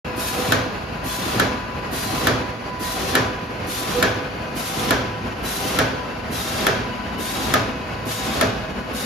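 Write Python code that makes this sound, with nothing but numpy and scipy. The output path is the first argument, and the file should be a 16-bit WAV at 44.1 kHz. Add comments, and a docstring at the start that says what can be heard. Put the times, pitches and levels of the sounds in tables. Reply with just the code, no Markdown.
"""An envelope feeder runs at about 69 strokes a minute in a hard-walled workshop, heard from a phone
held over it. In each stroke the suction air hisses, the arm knocks through its linkage and drags an
envelope forward, then clacks on its stop, ringing the frame and the steel table. Motors whine and
conveyor belts rumble underneath; towards the end the phone moves over to the humming print unit."""
import sys
import numpy as np
from scipy import signal
from scipy.fft import rfft, irfft, next_fast_len
from scipy.io import wavfile

SR = 44100
rng = np.random.default_rng(int(sys.argv[2]) if len(sys.argv) > 2 else 0)


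def wav_out(sig):
    """Save sig, one row per channel (or a flat mono array), as 16-bit PCM at SR to the path in sys.argv[1]."""
    wavfile.write(sys.argv[1], SR, np.round(np.clip(np.atleast_2d(sig).T, -1, 1) * 32767).astype(np.int16))


N = 399105
T = np.arange(N) / SR
BLOW_SAMPLES, KNOCK_SAMPLES = 20480, 4096


def undb(db):
    """Decibels to gain."""
    return np.exp(np.asarray(db) * (np.log(10) / 20))


def fade(t, t60):
    """Full level until t = 0, then down by 60 dB every t60 seconds."""
    return np.exp(-np.log(1000) * np.maximum(t, 0) / t60)


def ramp(t, length):
    """Rise from 0 at t = 0 to 1 at t = length, then hold."""
    return np.clip(t / length, 0, 1)


def over_hz(points, hz):
    """Read (frequency, value) points on a log-frequency axis."""
    at, value = np.transpose(points)
    return np.interp(np.log(hz + 1), np.log(at), value)


def shape(x, gain):
    """EQ x with a gain that is a function of frequency."""
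    n = next_fast_len(x.shape[-1], True)
    curve = np.float32(gain(np.fft.rfftfreq(n, 1 / SR)))
    return irfft(rfft(np.float32(x), n) * curve, n)[..., :x.shape[-1]]


def lowpass(x, corner_hz):
    """A gentle treble roll-off, 6 dB down at the corner."""
    return shape(x, lambda hz: 1 / (1 + (hz / corner_hz) ** 2))


def bandpass(x, hz, ratio=1.54):
    """A broad band that reaches `ratio` times above and below hz."""
    band = signal.butter(2, [hz / ratio, hz * ratio], "bandpass", fs=SR, output="sos")
    return signal.sosfilt(band, x)


def white(size):
    """Two unrelated noises at 0 dB per Hz."""
    return rng.standard_normal((2, size)) * np.sqrt(SR / 2)


def noise(spectrum, size=N):
    """Two unrelated noises coloured by (frequency, level) points."""
    return shape(white(size), lambda hz: undb(over_hz(spectrum, hz)))


def resonate(peaks, size=N):
    """Two unrelated noises through (centre, width, level) resonances."""
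    gain = lambda hz: sum(undb(db) / (1 + (2 * (hz - f) / width) ** 2) for f, width, db in peaks)
    return shape(white(size), gain)


def phase(hz):
    """Running angle of an oscillator that follows a pitch curve."""
    return 2 * np.pi * np.cumsum(hz) / SR


def drift(rate_hz):
    """Smooth random modulation with a spread of 1, rolling off above rate_hz."""
    step = 32  # samples between control points
    points = shape(rng.standard_normal(N // step + 2), lambda hz: np.exp(-(hz / step / rate_hz) ** 2))
    return np.interp(np.arange(N) / step, np.arange(len(points)), points / points.std())


def add(out, start_s, x):
    """Mix x into out from start_s."""
    i = min(max(int(start_s * SR), 0), N)
    out[:, i:i + x.shape[1]] += x[:, :N - i]


def each_stroke(contour):
    """Repeat a gain contour, a function of the time from the clack, with every stroke."""
    gain, out = contour(np.arange(-SR, SR) / SR), np.zeros(N + 4 * SR)
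    for clack_s, *_ in STROKES:
        out[int(clack_s * SR):][:len(gain)] += gain
    return out[SR:SR + N]


def alike(draw, carry=0.87):
    """A noise per stroke, each close to the last: the same parts meet while the phone moves a little."""
    out = [draw()]
    for _ in STROKES[1:]:
        out.append(carry * out[-1] + np.sqrt(1 - carry ** 2) * draw())
    return np.array(out)


# Bed of belts, rollers and fans: (frequency [Hz], level [dB/Hz])
BELT_SPECTRUM = [(22, -119), (48, -54), (100, -58.5), (170, -58), (230, -55.5), (320, -62), (760, -62),
                 (900, -64.5), (1550, -65.5), (1800, -69), (2900, -71.5), (3400, -79), (4600, -80),
                 (6000, -86.5), (14300, -98.5), (15600, -115)]
def conveyor(chatter_db=1.32, lull_db=-4, lull_lead_s=0.212, lull_s=0.04, rumble_hz=900):
    """The belts rumble with a slight chatter; the low end lulls while the arm stands at the stack."""
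    belts = noise(BELT_SPECTRUM) * undb(chatter_db * drift(19))
    standing = each_stroke(lambda t: np.exp(-((t + lull_lead_s) / lull_s) ** 2))
    return belts + lowpass(belts, rumble_hz) * (undb(lull_db * standing) - 1)


# Whirr of the roller bearings: (centre [Hz], width [Hz], level [dB/Hz])
BEARING_PEAKS = [(2904, 66, -75), (4580, 490, -82)]
# Chirps of dry rollers: (time [s], pitch [Hz], half length [s], level [dB])
ROLLER_CHIRPS = [(4.37, 4530, 0.18, -50), (6.934, 2920, 0.013, -35), (7.048, 2950, .016, -37),
                 (7.186, 3010, 0.011, -36)]
def rollers(swell_db=2, pitch_stray=0.018):
    """The roller bearings whirr, coming and going; a dry one sings or chirps on a few turns."""
    jitter, chirps = 1 + pitch_stray * drift(116.5), 0
    for peak_s, hz, half_s, db in ROLLER_CHIRPS:
        swell = np.exp(-np.minimum(np.abs(T - peak_s) / half_s, 10) ** 2)
        chirps = chirps + undb(db) * swell * np.sin(phase(hz * jitter))
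    whirr = resonate(BEARING_PEAKS) * undb(swell_db * drift(3.8))
    return whirr + np.array([chirps, chirps / 2])


# Hum of the print unit's housing: (centre [Hz], width [Hz], level [dB/Hz])
HOUSING_PEAKS = [(224, 81, -57), (660, 170, -72)]
def print_unit(enter_s=5.75, approach_s=0.58, throb_db=2):
    """The print unit hums in its housing and fades in as the phone moves over to it."""
    return resonate(HOUSING_PEAKS) * ramp(T - enter_s, approach_s) * undb(throb_db * drift(7.4))


# Drone of the motors: (pitch [Hz], level [dB], wander [Hz])
MOTOR_TONES = [(111, -42, 3), (385, -49, 7), (500.3, -43.5, 2.5), (646, -46, 6), (1497, -48.5, 6),
               (1997, -53, 7), (2524, -51, 1.5)]
def motors(waver_db=4.0):
    """Motor tones wander slightly and swell as the phone moves through their standing waves."""
    out = np.zeros((2, N))
    for hz, db, wander_hz in MOTOR_TONES:
        angle = phase(hz + wander_hz * drift(12.32))
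        for channel in out:
            tone = undb(waver_db * drift(1.3)) * np.sin(angle + drift(0.56))
            channel += undb(db) * tone / tone.std()
    return out


# Fader ride of the conveyor motor along the phone's path: (time [s], level [dB])
WHINE_RIDE = [(0.0, -40), (0.2, -34), (0.6, -40), (0.7, -44), (0.88, -47), (0.97, -39), (1.48, -36),
              (1.62, -36), (1.87, -35.5), (1.95, -44), (2.22, -32), (2.35, -43), (2.47, -35.5), (2.6, -44),
              (2.72, -33.5), (2.9, -33), (3.05, -45), (3.28, -31), (3.45, -40.5), (3.55, -43), (3.78, -39),
              (4.03, -37), (4.3, -46), (4.45, -37.5), (4.72, -46), (4.9, -37), (5.18, -37), (5.45, -43.5),
              (5.8, -38), (6.0, -35), (6.15, -40), (6.6, -46), (6.88, -36), (7.4, -37.5), (7.9, -40),
              (8.42, -40), (8.63, -51), (8.82, -39), (9.05, -60)]
def motor_whine(pitch_hz=998, wander_hz=3, rough=0.26, side_db=-2):
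    """The conveyor motor sings, a little rough, swelling and dropping out as the phone moves."""
    angle = phase(pitch_hz + wander_hz * drift(8.1))
    voice = lambda: (1 + rough * drift(39)) * np.sin(angle + drift(0.87) + rough * drift(38))
    level = undb(np.interp(T, *np.transpose(WHINE_RIDE)))
    return np.sqrt(2) * level * np.array([voice(), undb(side_db) * voice()])


def panel_echoes(x, places=5, walls=14, echo=0.75, above_hz=1700, delay_s=(0.0007, 0.016)):
    """Steel panels throw back short echoes that comb the treble, differently along the phone's path."""
    share = lambda hz: echo * hz ** 2 / (hz ** 2 + above_hz ** 2)  # long waves bend round the panels
    treble, echoes = shape(x, share) / np.sqrt(walls), np.zeros(x.shape)
    position = T / T[-1] * (places - 1)
    for place in range(places):
        crossfade = np.sqrt(np.clip(1 - np.abs(position - place), 0, 1))
        for channel, source in zip(echoes, treble):
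            lags = (SR * rng.uniform(*delay_s, walls)).astype(int)
            channel += crossfade * sum(int(rng.choice([-1, 1])) * np.roll(source, lag) for lag in lags)
    return shape(x + echoes, lambda hz: 1 / np.sqrt(1 + share(hz) ** 2))  # keeps the tonal balance


def pull(t, lead_s=0.22, rise_s=0.032, growth_db_per_s=34, t60=0.93):
    """The drive takes up the envelope, pulls ever harder until the clack, then lets go."""
    return ramp(t + lead_s, rise_s) * undb(growth_db_per_s * np.minimum(t, 0)) * fade(t, t60)


# Paper sliding over the stack: (frequency [Hz], level [dB/Hz])
PAPER_SPECTRUM = [(120, -56), (450, -56.5), (900, -64), (1200, -56.5), (1550, -66.5), (2400, -64.5),
                  (3400, -65), (6000, -73.5), (12000, -111)]
# Hum of the drive under load: (centre [Hz], width [Hz], level [dB/Hz])
DRIVE_PEAKS = [(499, 21, -55.5), (611, 19, -52.5), (768, 54, -50)]
def paper_feed(scrape_db=0.9, rub_hz=775, rub_stray_hz=7, rub_db=-35, rub_lead_s=0.15, rub_s=0.091):
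    """The envelope rubs as it is gripped; the drive hums and the paper scrapes as the arm pulls."""
    paper = noise(PAPER_SPECTRUM) * undb(scrape_db * drift(66))
    grip = each_stroke(lambda t: np.exp(-((t + rub_lead_s) / rub_s) ** 2))
    rub = undb(rub_db) * grip * np.sin(phase(rub_hz + rub_stray_hz * drift(23.4)))
    return (resonate(DRIVE_PEAKS) + paper) * each_stroke(pull) + np.array([rub, rub / 2])


# Groans of two rubbing strokes: (time [s], half length [s], level [dB])
RUB_GROANS = [(0.394, 0.02, -23), (3.983, 0.03, -17.5)]
def groans(pitch_hz=500, scoop_hz=16, scoop_s=0.063, linger=0.68, room_t60=0.91, side_share=0.56):
    """A short rubbing tone scoops up to its pitch just before the clack and lingers in the room."""
    tone = 0
    for peak_s, half_s, db in RUB_GROANS:
        swell = 1 / (1 + ((T - peak_s) / half_s) ** 4)
        tail = linger * (T > peak_s) * fade(T - peak_s, room_t60)
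        hz = pitch_hz - scoop_hz * ramp(peak_s + half_s - T, scoop_s) + 4 * drift(24)
        tone = tone + undb(db) * np.maximum(swell, tail) * np.sin(phase(hz))
    return np.array([tone, -side_share * tone])


# Breathy bands in the hiss: (centre [Hz], level [dB])
HISS_BANDS = [(3400, -47), (3800, -42), (4480, -46.5)]
def hiss_bands(pitch_stray=0.04, swell_db=0.5, breath_hz=90):
    """Faint, breathy bands of noise wander around 3.4-4.5 kHz in the hiss and swell slightly."""
    out = 0
    for hz, db in HISS_BANDS:
        carrier = np.sin(phase(hz * (1 + pitch_stray * drift(5))))
        level = undb(db + swell_db * drift(3))
        breath = np.array([drift(breath_hz), drift(breath_hz)])
        out = out + level * carrier * breath
    return np.sqrt(2) * out


OPEN_LEAD_S, COVER_LEAD_S, SHUT_LEAD_S = 0.36, 0.24, 0.028  # valve opens, cup is covered, valve shuts
def air_flow(t, covered_db, covering_s=0.034, t60=0.32):
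    """The valve spits open, the jet builds, dips under the envelope and dies once the valve shuts."""
    spit_s, spit_share, jet_delay_s, jet_rise_s = 0.0028, 0.49, 0.015, 0.011
    valve_age = t + OPEN_LEAD_S
    jet_age = np.maximum(valve_age - jet_delay_s, 0)
    opening = ramp(valve_age, spit_s) * (1 - (1 - spit_share) * np.exp(-jet_age / jet_rise_s))
    dip = undb(covered_db * ramp(t + COVER_LEAD_S, covering_s))
    return opening * dip * fade(t + SHUT_LEAD_S, t60)


# Hiss of the suction nozzle: (frequency [Hz], level [dB/Hz])
JET_SPECTRUM = [(300, -78), (1400, -65.5), (2600, -70.5), (3500, -68.5), (5000, -70), (6000, -70),
                (7100, -71.5), (8000, -65.5), (9000, -72), (10000, -76), (10700, -80), (12000, -78),
                (14300, -78), (15600, -112)]
def suction(beam_hz=8000, build_s=0.0084, flutter_db=1.0):
    """The nozzle beams treble at the phone, brighter in some strokes; lower hiss builds in the room."""
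    clack_s, _, _, bright_db, _ = np.transpose(STROKES)
    jet = noise(JET_SPECTRUM)
    beam = shape(jet, lambda hz: ramp(hz - beam_hz, beam_hz / 10))
    brightness = undb(np.interp(T, clack_s - COVER_LEAD_S, bright_db))
    beam_gain = each_stroke(lambda t: air_flow(t, covered_db=-3)) * brightness
    room_flow = each_stroke(lambda t: air_flow(t, covered_db=-1.7))
    pole = np.exp(-1 / (build_s * SR))
    room_gain = signal.lfilter([1 - pole], [1, -pole], room_flow)
    hiss = beam * beam_gain + (jet - beam + hiss_bands()) * room_gain
    return hiss * undb(flutter_db * drift(48))


# Accents from a single ringing panel: (time [s], pitch [Hz], level [dB])
PANEL_PINGS = [(3.155, 1800, -24), (7.54, 1243, -16)]
def panel_pings(t60=0.3, side_share=0.6):
    """Now and then the blow makes one panel ring above the rest."""
    out, t = np.zeros((2, N)), T[:BLOW_SAMPLES]
    for start_s, hz, db in PANEL_PINGS:
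        ring = undb(db) * np.sin(2 * np.pi * hz * t) * fade(t, t60)
        add(out, start_s, np.array([ring, side_share * ring]))
    return out


# Hollow body of the cabinet: (centre [Hz], width [Hz], level [dB/Hz])
CABINET_PEAKS = [(255, 44, -40.5), (440, 49, -48), (640, 130, -41)]
def cabinet_thumps(build_s=0.004, t60=0.35):
    """The cabinet takes up each blow a moment later with a hollow thump."""
    t = T[:BLOW_SAMPLES]
    return alike(lambda: resonate(CABINET_PEAKS, BLOW_SAMPLES)) * ramp(t, build_s) * fade(t, t60)


# Crowded resonances of the sheet-steel table: (centre [Hz], width [Hz], level [dB/Hz])
TABLE_PEAKS = [(1514, 77, -55.5), (1655, 110, -54.5), (2360, 340, -63.5), (3310, 340, -68.5)]
def table_clangs(bite_db=2, bite_t60=0.054, shimmer_t60=0.8):
    """The table clangs under each clack: a bright first bite, then a longer shimmer."""
    t = T[:BLOW_SAMPLES]
    decay = undb(bite_db) * fade(t, bite_t60) + fade(t, shimmer_t60)
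    return alike(lambda: resonate(TABLE_PEAKS, BLOW_SAMPLES)) * decay


# Resonances of the arm's stop: (centre [Hz], width [Hz], level [dB/Hz])
STOP_PEAKS = [(520, 250, -43), (1420, 420, -43.5), (1820, 500, -47.5), (3400, 880, -47.5)]
def stop_raps(peak_s=0.0019):
    """The stop gives a tight rap that peaks just after contact and is gone at once."""
    age = T[:BLOW_SAMPLES] / peak_s
    return alike(lambda: resonate(STOP_PEAKS, BLOW_SAMPLES)) * age * np.exp(1 - age)


# Modes of the feeder frame: (pitch [Hz], level [dB], decay by 60 dB [s])
FRAME_MODES = [(110.5, -27, 0.67), (144, -38, 0.48), (262.8, -25.5, 0.65), (383.7, -23, 0.36),
               (505, -27, 0.87), (553, -29, 0.43), (656.4, -27.5, 0.67), (1225, -29, 0.19),
               (1333, -18.5, 0.12), (1473, -33.5, 1), (1535, -31, 0.51), (1640, -42, 0.29),
               (1693, -19, 0.18), (1790, -23.5, 0.19), (2050, -30, 0.11), (3580, -18, 0.038)]
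def frame_rings(detune=0.0041, scatter_db=2.0, turn_rad=0.45):
    """The frame's modes ring a little differently each stroke, as the arm never lands quite alike."""
    hz, db, t60 = np.transpose(FRAME_MODES)
    angles, out = 2 * np.pi * rng.random((2, len(hz))), []
    for _ in STROKES:
        angles = angles + turn_rad * rng.standard_normal(angles.shape)
        pitches = hz * (1 + detune * rng.standard_normal(len(hz)))
        levels = undb(db + scatter_db * rng.standard_normal(angles.shape))
        poles = 2j * np.pi * pitches - np.log(1000) / t60
        modes = np.exp(np.outer(poles, T[:BLOW_SAMPLES]))
        out.append(np.imag((levels * np.exp(1j * angles)) @ modes))
    return np.array(out)


# Attack of metal on metal: (frequency [Hz], level [dB/Hz])
CRACK_SPECTRUM = [(150, -57), (500, -36), (1100, -46), (1580, -55), (2100, -45), (2900, -52), (3400, -51),
                  (6000, -56.5), (8500, -48), (11500, -65), (13500, -54), (16000, -61)]
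def cracks(contact_s=0.00065, t60=0.03, tick_hz=2000, flex_s=0.0038):
    """Contact starts as a bright tick, slower bending waves follow, and the very top snaps briefly."""
    snap_hz, snap_db, snap_t60 = 8000, -1.5, 0.012
    t = T[:BLOW_SAMPLES]
    burst = alike(lambda: noise(CRACK_SPECTRUM, BLOW_SAMPLES))
    crack = (burst - lowpass(burst, tick_hz) * np.exp(-t / flex_s)) * fade(t, t60)
    snap = undb(snap_db) * (crack - lowpass(crack, snap_hz)) * fade(t, snap_t60)
    return (crack + snap) * ramp(t, contact_s)


# Tail of panels and room after a blow: (frequency [Hz], level [dB/Hz])
WASH_SPECTRUM = [(35, -66), (100, -45), (200, -52.5), (450, -49), (700, -55), (1100, -51), (1570, -50),
                 (2000, -55), (2900, -63), (3400, -60), (6000, -64), (10000, -75), (15500, -81)]
def frame_blows(build_s=0.0049, split_hz=1800, low_t60=0.75, high_t60=0.44):
    """Each blow cracks, then the frame and the room bloom and die away; the wash loses treble first."""
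    t = T[:BLOW_SAMPLES]
    wash = alike(lambda: noise(WASH_SPECTRUM, BLOW_SAMPLES))
    lows = lowpass(wash, split_hz)
    body = frame_rings() + lows * fade(t, low_t60) + (wash - lows) * fade(t, high_t60)
    return cracks() + body * (1 - np.exp(-t / build_s))


# Linkage knocks in every stroke: (time from the clack [s], level [dB], thud centre [Hz])
LINKAGE_KNOCKS = [(-.347, 1.5, 221), (-.214, -2, 223), (-.139, 2.5, 220), (-.116, -11, 850),
                  (-.06, -2, 446), (-.04, 8, 138), (-.018, -9, 1470), (.04, 2.5, 110), (.07, -8.5, 427.3),
                  (.141, -2, 266)]
# Cue list of the feeder's strokes, timed by the arm landing on its stop:
# (time [s], clack level [dB], table clang [dB], hiss treble [dB], cabinet thump [dB])
STROKES = [(0.5208, -0.5, 1, 6, -19), (1.397, -1, 3, 4, -7.5), (2.2697, -0.5, 1.5, 4.5, -6),
           (3.152, 0, 4.5, 3.5, -15), (4.026, -0.5, 7, 4, -5), (4.907, -1.5, 5, 3.5, -4),
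           (5.788, -1.3, 5, 6, -4), (6.667, -1, 5, 4, -3.5), (7.5387, -0.5, 0, 4, -1),
           (8.411, -1.5, 0, 2.5, 3), (9.291, 0, 0, 2.5, 0)]
def feeder_arm(knock_damp_s=0.021, uneven_db=1):
    """The arm clacks on its stop; its linkage gives duller, damped knocks on the same frame."""
    out, blows = np.zeros((2, N)), frame_blows()
    layers = zip(STROKES, blows + stop_raps(), table_clangs(), cabinet_thumps())
    for (clack_s, clack_db, clang_db, _, thump_db), clack, clang, thump in layers:
        add(out, clack_s, undb(clack_db) * clack + undb(clang_db) * clang + undb(thump_db) * thump)
    damping = np.exp(-T[:KNOCK_SAMPLES] / knock_damp_s)
    for offset_s, db, thud_hz in LINKAGE_KNOCKS:
        knocks = bandpass(blows[..., :KNOCK_SAMPLES], thud_hz) * damping
        for (clack_s, *_), knock in zip(STROKES, knocks):
            add(out, clack_s + offset_s, undb(db + uneven_db * rng.standard_normal()) * knock)
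    return out


# Stereo image, negative where the microphones sit half a wave apart: (frequency [Hz], likeness [ratio])
MIC_LIKENESS = [(60, 1), (120, 0.97), (250, 0.8), (500, 0.63), (1200, 0.089), (2400, 0.37), (4400, 0.29),
                (7000, 0.22), (7650, -1), (9350, -1), (10000, 0.45), (12000, 1), (15000, -1.1)]
# Pan across the spectrum: (frequency [Hz], left minus right [dB])
MIC_BALANCE = [(60, 0), (150, -1), (600, -1), (2200, 1), (4200, 4.5), (8000, 0)]
def scene():
    """Mix all sources as mid and side, then spread them to the left and right microphones."""
    bed = rollers() + print_unit() + motors() + motor_whine()
    reflected = panel_echoes(conveyor() + paper_feed() + suction())
    mix = bed + reflected + groans() + panel_pings() + feeder_arm()
    correlation = lambda hz: np.clip(over_hz(MIC_LIKENESS, hz), -0.995, 0.995)
    mid, side = shape(mix, lambda hz: np.sqrt((1 + np.outer([1, -1], correlation(hz))) / 2))
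    pan = lambda hz: undb(np.outer([0.5, -0.5], over_hz(MIC_BALANCE, hz)))
    return shape(np.array([mid + side, mid - side]), pan)


def record(dry, lead_silence_s=0.045, low_cut_hz=42, high_cut_hz=15750):
    """The sound starts after 45 ms of silence; the phone cuts the deepest bass and the top."""
    faded_in = dry * ramp(T - lead_silence_s, 0.003)
    low_cut = signal.butter(5, low_cut_hz, "high", fs=SR, output="sos")
    high_cut = signal.ellip(10, 0.2, 90, high_cut_hz, fs=SR, output="sos")
    return signal.sosfilt(high_cut, signal.sosfilt(low_cut, faded_in))


dry = scene()
out = record(dry)
wav_out(out)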